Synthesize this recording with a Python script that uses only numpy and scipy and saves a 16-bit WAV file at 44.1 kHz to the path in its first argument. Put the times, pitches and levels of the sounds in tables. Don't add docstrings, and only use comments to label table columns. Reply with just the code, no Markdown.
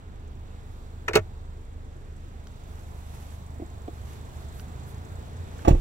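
import sys
import numpy as np
from scipy import signal
from scipy.fft import rfft, irfft, next_fast_len
from scipy.io import wavfile
from scipy.ndimage import uniform_filter1d

SR = 44100
rng = np.random.default_rng(int(sys.argv[2]) if len(sys.argv) > 2 else 0)


def output_pcm(signal):
    pcm = np.clip(np.atleast_2d(signal).T, -1, 1) * 32767
    wavfile.write(sys.argv[1], SR, np.round(pcm).astype(np.int16))


def magnitude_from_level(level_db):
    exponent = np.asarray(level_db, float) / 20
    return 10 ** exponent


N = 256127


def curve(table):
    s, *columns = np.transpose(table)
    return [np.interp(np.arange(N) / SR, s, c) for c in columns]


def unit(x):
    return x / np.sqrt(np.mean(x ** 2))


def shape_db(points, hz):
    point_hz, point_db = np.array(points).T
    return np.interp(np.log(hz + 1), np.log(point_hz + 1), point_db)


def filtered(x, gain):
    size = next_fast_len(N)
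    return irfft(rfft(x, size) * gain(np.fft.rfftfreq(size, 1 / SR)), size)[..., :N]


def walk(rate):
    hold = int(SR / rate)
    steps = np.repeat(rng.standard_normal(N // hold + 1), hold)
    return unit(uniform_filter1d(uniform_filter1d(steps, hold), hold)[:N])


def ports(same, other, share, lag_s=0.000373):
    share = np.clip(share, 0, 1)
    late = filtered(same, lambda hz: np.exp(-2j * np.pi * hz * lag_s))
    return np.sqrt(1 - share) * np.array([late, same]) + np.sqrt(share) * other


def panned(pair, left_minus_right_db):
    return pair * magnitude_from_level(np.array([[left_minus_right_db], [-left_minus_right_db]]) / 2)


# f/Hz, level/dB per Hz
BARE_RATTLE = [(300, -38), (1000, 0.5), (3000, 1.5), (5000, -4.5), (6500, -1), (9000, -10), (12000, -9),
               (16000, -7)]


def struck(blows, modes, crack_db, pan_db, wet_db, tail_s, lag_s, settle_ms, cycles):
    force, crack = np.zeros((2, N))
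    grains = rng.standard_normal((len(blows), 4096))
    t = np.arange(4096) / SR
    for (s, push_db, contact_ms, rattle_db, centre_hz), grain in zip(blows, grains):
        push = np.sin(np.pi * np.clip(t * 1000 / contact_ms, 0, 1)) ** 2
        push = magnitude_from_level(push_db) * push / (contact_ms * SR / 2000)
        rattle_ms = settle_ms + cycles * 1000 / centre_hz
        rattle = magnitude_from_level(rattle_db) * grain * np.exp(-t * 1000 / rattle_ms) * (1 - np.exp(-t / .0008))
        band = signal.butter(2, [centre_hz / 1.86, centre_hz * 2.16], "band", fs=SR)
        soften = signal.butter(1, min(centre_hz * 2, 15000), fs=SR)
        bare = signal.lfilter(*soften, rattle) * min(centre_hz / 1500, 1)
        start = int(s * SR)
        crack[start:start + 4096] += bare[:N - start]
        force[start:start + 4096] += (push + signal.lfilter(*band, rattle))[:N - start]

    first = int(blows[0][0] * SR)
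    body = magnitude_from_level(crack_db) * filtered(crack, lambda f: magnitude_from_level(shape_db(BARE_RATTLE, f)))
    for k, (hz, db, t60) in enumerate(modes):
        pole = np.exp(2j * np.pi * hz / SR - np.log(1000) / (t60 * SR))
        ring = signal.lfilter([1], [1, -pole], force[first:]).imag
        body[first:] += (-1) ** k * magnitude_from_level(db) * ring

    echo = rng.standard_normal((2, 4096)) * 1000 ** (-t / tail_s) * (t > .001)
    echo = echo / np.sqrt(np.sum(echo ** 2) / 2)
    echo = signal.lfilter(*signal.butter(2, 550, "high", fs=SR), echo)
    wet = signal.fftconvolve(body[None], echo, axes=1)[:, :N]
    return panned(ports(body, 0, 0, lag_s) + magnitude_from_level(wet_db) * wet, pan_db)


# t/s, push level/dB, contact/ms, rattle level/dB, rattle f/Hz
LID_KNOCKS = [(1.0805, -56, .3, -37, 1390), (1.094, -25, 1.6, -65, 1200), (1.106, -60, .3, -54, 815),
              (1.1325, -60, .2, -39.5, 2400), (1.141, -22.5, 1.9, -43.5, 1100),
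              (1.146, -60, 0.26, -44, 2420), (1.1534, -17, 1.04, -25, 4250),
              (1.1585, -10, 0.68, -33.5, 1170), (1.1658, -24, 0.81, -35, 3000),
              (1.1723, -15.5, 0.88, -40, 1400), (1.187, -14, 3.8, -53.5, 1500),
              (1.56, -60, 3.1, -72.5, 302), (1.95, -62, 1.8, -73, 297)]
# f/Hz, level/dB, t60/s
LID_MODES = [(94.3, -8.5, 0.3), (190, -44, 0.019), (335, -9.5, 0.12), (436, 4.5, 0.051), (557, -6.5, 0.038),
             (628, -6.5, 0.085), (820, -5, 0.012), (1133, 0.5, 0.015), (1316, 0.5, 0.015),
             (1570, 0, 0.0063), (1780, -25, 0.022), (1790, -4.5, 0.018), (2254, -14.5, 0.02),
             (2360, -15, 0.063), (3220, -9, 0.0088), (3460, -12, 0.012), (4540, -19, 0.0092)]


def glove_box_lid():
    return struck(LID_KNOCKS, LID_MODES, crack_db=18.5, pan_db=0.0, wet_db=0.5, tail_s=0.017,
                  lag_s=-0.00013, settle_ms=2.03, cycles=6.9)


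# t/s, push level/dB, contact/ms, rattle level/dB, rattle f/Hz
DOOR_KNOCKS = [(5.648, -33, 0.82, -45.5, 890), (5.6745, -16, 0.77, -50, 800),
               (5.6775, -21, 0.41, -45, 1010), (5.6797, -6, 1.08, -45.5, 6000),
               (5.705, -15.5, 2.1, -47.5, 1000), (5.722, -19, 2.2, -60, 600), (5.745, -22.5, 1.8, -57, 500)]
# f/Hz, level/dB, t60/s
DOOR_MODES = [(139, -7.5, 0.15), (144.8, -8.5, 0.23), (221, -24, 0.094), (242, -21, 0.11), (300, 6, 0.026),
              (353.6, -14.5, 0.17), (432, -22.5, 0.34), (548, -2, 0.039), (620, -6, 0.051),
              (680, -1, 0.053), (826, -1.5, 0.04), (926, -11, 0.061), (1190, -5.5, 0.018),
              (1530, -16, 0.022), (1850, -11, 0.023), (2630, -2, 0.015)]


def car_door():
    return struck(DOOR_KNOCKS, DOOR_MODES, crack_db=21, pan_db=-4.0, wet_db=-6, tail_s=0.06,
                  lag_s=0.00053, settle_ms=11.2, cycles=2.5)


# t/s, peak level/dB
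AIR_PUFFS = [(5.7108, -2.5), (5.736, -3.5), (5.770, -11), (5.802, -22)]


def cabin_puffs():
    t = np.arange(N) / SR

    def bump(s, db, ms):
        return magnitude_from_level(db) * np.cos(np.pi / 2 * np.clip((t - s) * 1000 / ms, -1, 1)) ** 2

    spring_s, spring_db, spring_ms = 5.684, -8, 5.5
    rebound_s, rebound_db = .008, -4
    swing = bump(spring_s + rebound_s, spring_db + rebound_db, spring_ms)
    swing -= bump(spring_s, spring_db, spring_ms)
    for k, (s, db) in enumerate(AIR_PUFFS):
        ms = min(3.5 + k * 5.5, 14)
        swing += bump(s, db, ms)
        swing -= bump(s + 1.2 * ms / 1000, db - 13, ms / 2)
    swing = filtered(swing, lambda hz: hz ** 2 / (hz ** 2 + 16 ** 2))
    return panned(swing, -1.8)


# t/s, push level/dB, contact/ms, rattle level/dB, rattle f/Hz
FOOTFALLS = [(3.595, -39, 1.3, -70, 500), (3.616, -38.5, 1.64, -60, 490), (3.642, -52, 2.9, -82, 600),
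             (3.879, -36, 0.34, -49.5, 1440)]
# f/Hz, level/dB, t60/s
SOLE_MODES = [(201, -8, 0.083), (283, 10.5, 0.032), (338, 8, 0.055), (432, 5.5, 0.044), (526, -1.5, 0.035),
              (665, 3, 0.036), (860, -3, 0.025), (1100, -13, 0.016)]


def steps():
    return struck(FOOTFALLS, SOLE_MODES, crack_db=7, pan_db=-2.5, wet_db=-8, tail_s=.03,
                  lag_s=.0003, settle_ms=3, cycles=2.5)


# t/s, push level/dB, contact/ms, rattle level/dB, rattle f/Hz
GRIT_SNAPS = [(2.470, -90, .1, -44.5, 6000), (4.596, -90, .15, -42, 3600), (5.590, -90, .15, -48, 1100)]
# f/Hz, level/dB, t60/s
GRIT_MODES = [(1450, -1, 0.0072), (1760, -10.5, 0.019), (3000, -9, 0.01), (4060, -3, 0.0048),
              (6300, -5, 0.0057)]


def grit():
    return struck(GRIT_SNAPS, GRIT_MODES, crack_db=13, pan_db=-2.5, wet_db=-11, tail_s=.015,
                  lag_s=.00005, settle_ms=.9, cycles=2.1)


# start t/s, hold/s, level/dB, extra top level/dB
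DRAGS = [(0.717, .1, -66, 2), (1.89, 1, -66, -9), (2.713, 0.44, -60.5, 4), (3.15, .17, -55, 2.5),
         (4.083, 0.035, -54, 1), (4.2, 0.15, -72, 1), (4.407, 0.035, -58, 1.5), (4.553, 0.047, -59.5, 13),
         (4.888, .015, -63.5, 17), (5.2, 0.12, -63, -1), (5.62, 0.033, -55, -2), (5.72, .1, -53.5, -4)]


def drags():
    t = np.arange(N) / SR
    s, hold, db, top_db = np.transpose(DRAGS)[:, :, None]
    rise_db_s, fade_db_s = 90, 94
    away_db = rise_db_s * np.maximum(s - t, 0) + fade_db_s * np.maximum(t - s - hold, 0)
    suddenness = 0.5 + 0.13 * np.maximum(top_db, 0)
    power = magnitude_from_level(2 * (db - away_db * suddenness))
    total = power.sum(axis=0)
    return 10 * np.log10(total), (power * top_db).sum(axis=0) / total


# f/Hz, level/dB per Hz
DRAG_COLOUR = [(500, 7), (1500, 1.5), (3000, -2), (5000, -7.5), (6000, -3.5), (9000, -9.5), (12000, -8),
               (15500, -16), (17000, -49)]


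def scuffs():
    level_db, top_db = drags()
    grain_db = 3.2 * np.minimum(rng.exponential(size=N), 5) + 1.1 * walk(40)
    grains = rng.standard_normal((3, N)) * magnitude_from_level(grain_db)
    hiss = unit(filtered(grains, lambda f: magnitude_from_level(shape_db(DRAG_COLOUR, f))))
    top = filtered(hiss, lambda f: 1 / (1 + (9000 / (f + 1)) ** 4))
    hiss = (hiss + (magnitude_from_level(top_db) - 1) * top) * magnitude_from_level(level_db)
    return panned(ports(hiss[0], hiss[1:], .7), -4)


# t/s, firing-pair rate f/Hz, how far the microphone is out of the cabin/0-1
IDLE_RATE = [(0, 25.4, 0), (1.6, 25.4, 0), (3.2, 25.4, .65), (4.68, 25.6, .95), (5.0, 28.2, 1),
             (5.2, 28.6, 1), (5.54, 28.0, 1)]
# multiple of the rate, level/dB in the cabin, level/dB outside
MAIN_ORDERS = [(1, -44.5, -53), (2, -50, -51), (3, -44.5, -42), (5, -57, -51)]
# multiple of the rate, level/dB against order 3
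WEAK_ORDERS = [(4, -10), (6, -22), (7, -22), (8, -28)]
# f/Hz, width/Hz, level/dB
INJECTOR_PEAKS = [(7580, 300, 0.5), (9530, 370, -5), (6200, 1300, -6.5)]
# level/dB in the cabin, level/dB outside
TICK_LEVELS = (-76.5, -67)


def engine():
    hz, out = curve(IDLE_RATE)

    def between(cabin_db, open_db):
        return cabin_db + out * (open_db - cabin_db)

    turns = np.cumsum(hz * (1 + .003 * walk(4))) / SR
    third_db = between(*MAIN_ORDERS[2][1:])
    orders = [(k, between(*db)) for k, *db in MAIN_ORDERS]
    orders += [(k, third_db + db) for k, db in WEAK_ORDERS]
    hum = np.zeros(N)
    for k, db in orders:
        level = np.sqrt(2) * magnitude_from_level(db + 1.1 * walk(6))
        hum += level * np.sin(2 * np.pi * (k * turns + .03 * walk(9)))

    def ring(f):
        return sum(magnitude_from_level(db) / (1 + ((f - c) / (w / 2)) ** 2) for c, w, db in INJECTOR_PEAKS)

    size_db = 2.6 * rng.standard_normal(400)[turns.astype(int)]
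    gate = magnitude_from_level(size_db) * np.exp(-(turns % 1) / .22)
    ticks = unit(filtered(gate * rng.standard_normal((3, N)), ring)) * magnitude_from_level(between(*TICK_LEVELS))
    return ports(hum, 0, 0) + ports(ticks[0], ticks[1:], 1.0)


# t/s, level/dB, share of open air/0-1, left minus right level/dB
AIR_MIX = [(0, -44, 0.42, -4), (1, -44, 0.72, -3.5), (2, -45, 0.48, -3.5), (2.6, -44, 0.77, -4),
           (3.2, -44, 0.9, -3.5), (4, -42.5, 0.77, -3.5), (4.8, -41.5, 0.78, -3.5), (5.8, -39, 0.6, -1.5)]
# f/Hz, level/dB per Hz
CABIN_COLOUR = [(12, -37), (22, -6.5), (49, -3), (95, 2), (125, -16.5), (170, -21), (240, -17),
                (310, -22.5), (446, -13), (540, -30), (800, -33), (1710, -37), (7520, -56), (16000, -70.5)]
# f/Hz, level/dB per Hz
OPEN_COLOUR = [(12, -34), (25, -24.5), (60, -5.5), (105, -13), (198, -17), (422, -27.5), (698, -22.5),
               (1090, -27), (2990, -43), (3630, -34.5), (5230, -48.5), (7730, -39.5), (8650, -53.5),
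               (16000, -46.5)]


def surroundings():
    level_db, outside, pan_db = curve(AIR_MIX)
    outside = np.clip(outside, 0, 1)
    swell = walk(1.0)

    def middle_colour(f):
        return magnitude_from_level((shape_db(CABIN_COLOUR, f) + shape_db(OPEN_COLOUR, f)) / 2)

    noise = filtered(rng.standard_normal((3, N)), middle_colour)
    noise = np.vstack([ports(noise[0], 0, 0), noise[1:]]) / np.std(noise)
    size = next_fast_len(N)
    f = np.fft.rfftfreq(size, 1 / SR)
    spectrum = rfft(noise, size)
    out = np.zeros((2, N))
    for hz in 22 * 2 ** np.arange(0, 10, .5):
        window = np.cos(np.pi / 2 * np.clip(2 * np.log2(f / hz + 1e-9), -1, 1)) ** 2
        band = irfft(spectrum * window, size)[:, :N]
        apart = min(hz / 1200., .5)
        pair = np.sqrt(1 - apart) * band[:2] + np.sqrt(apart) * band[2:]
        change_db = (outside - .5) * (shape_db(OPEN_COLOUR, hz) - shape_db(CABIN_COLOUR, hz))
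        out += magnitude_from_level(change_db + .4 * swell + .8 * walk(9)) * pair
    return out * magnitude_from_level(level_db + np.array([pan_db, -pan_db]) / 2)


def scene():
    car = glove_box_lid() + car_door() + cabin_puffs()
    feet = steps() + grit() + scuffs()
    return car + feet + engine() + surroundings()


def band_limit(x):
    return signal.sosfilt(signal.butter(12, 16270, fs=SR, output="sos"), x)


def record(dry):
    limited = np.clip(dry, -1, 1)
    mix = filtered(limited, lambda hz: np.clip((16000 - hz) / 300, 0, 1))
    return band_limit(mix)


dry = scene()
out = record(dry)
output_pcm(out)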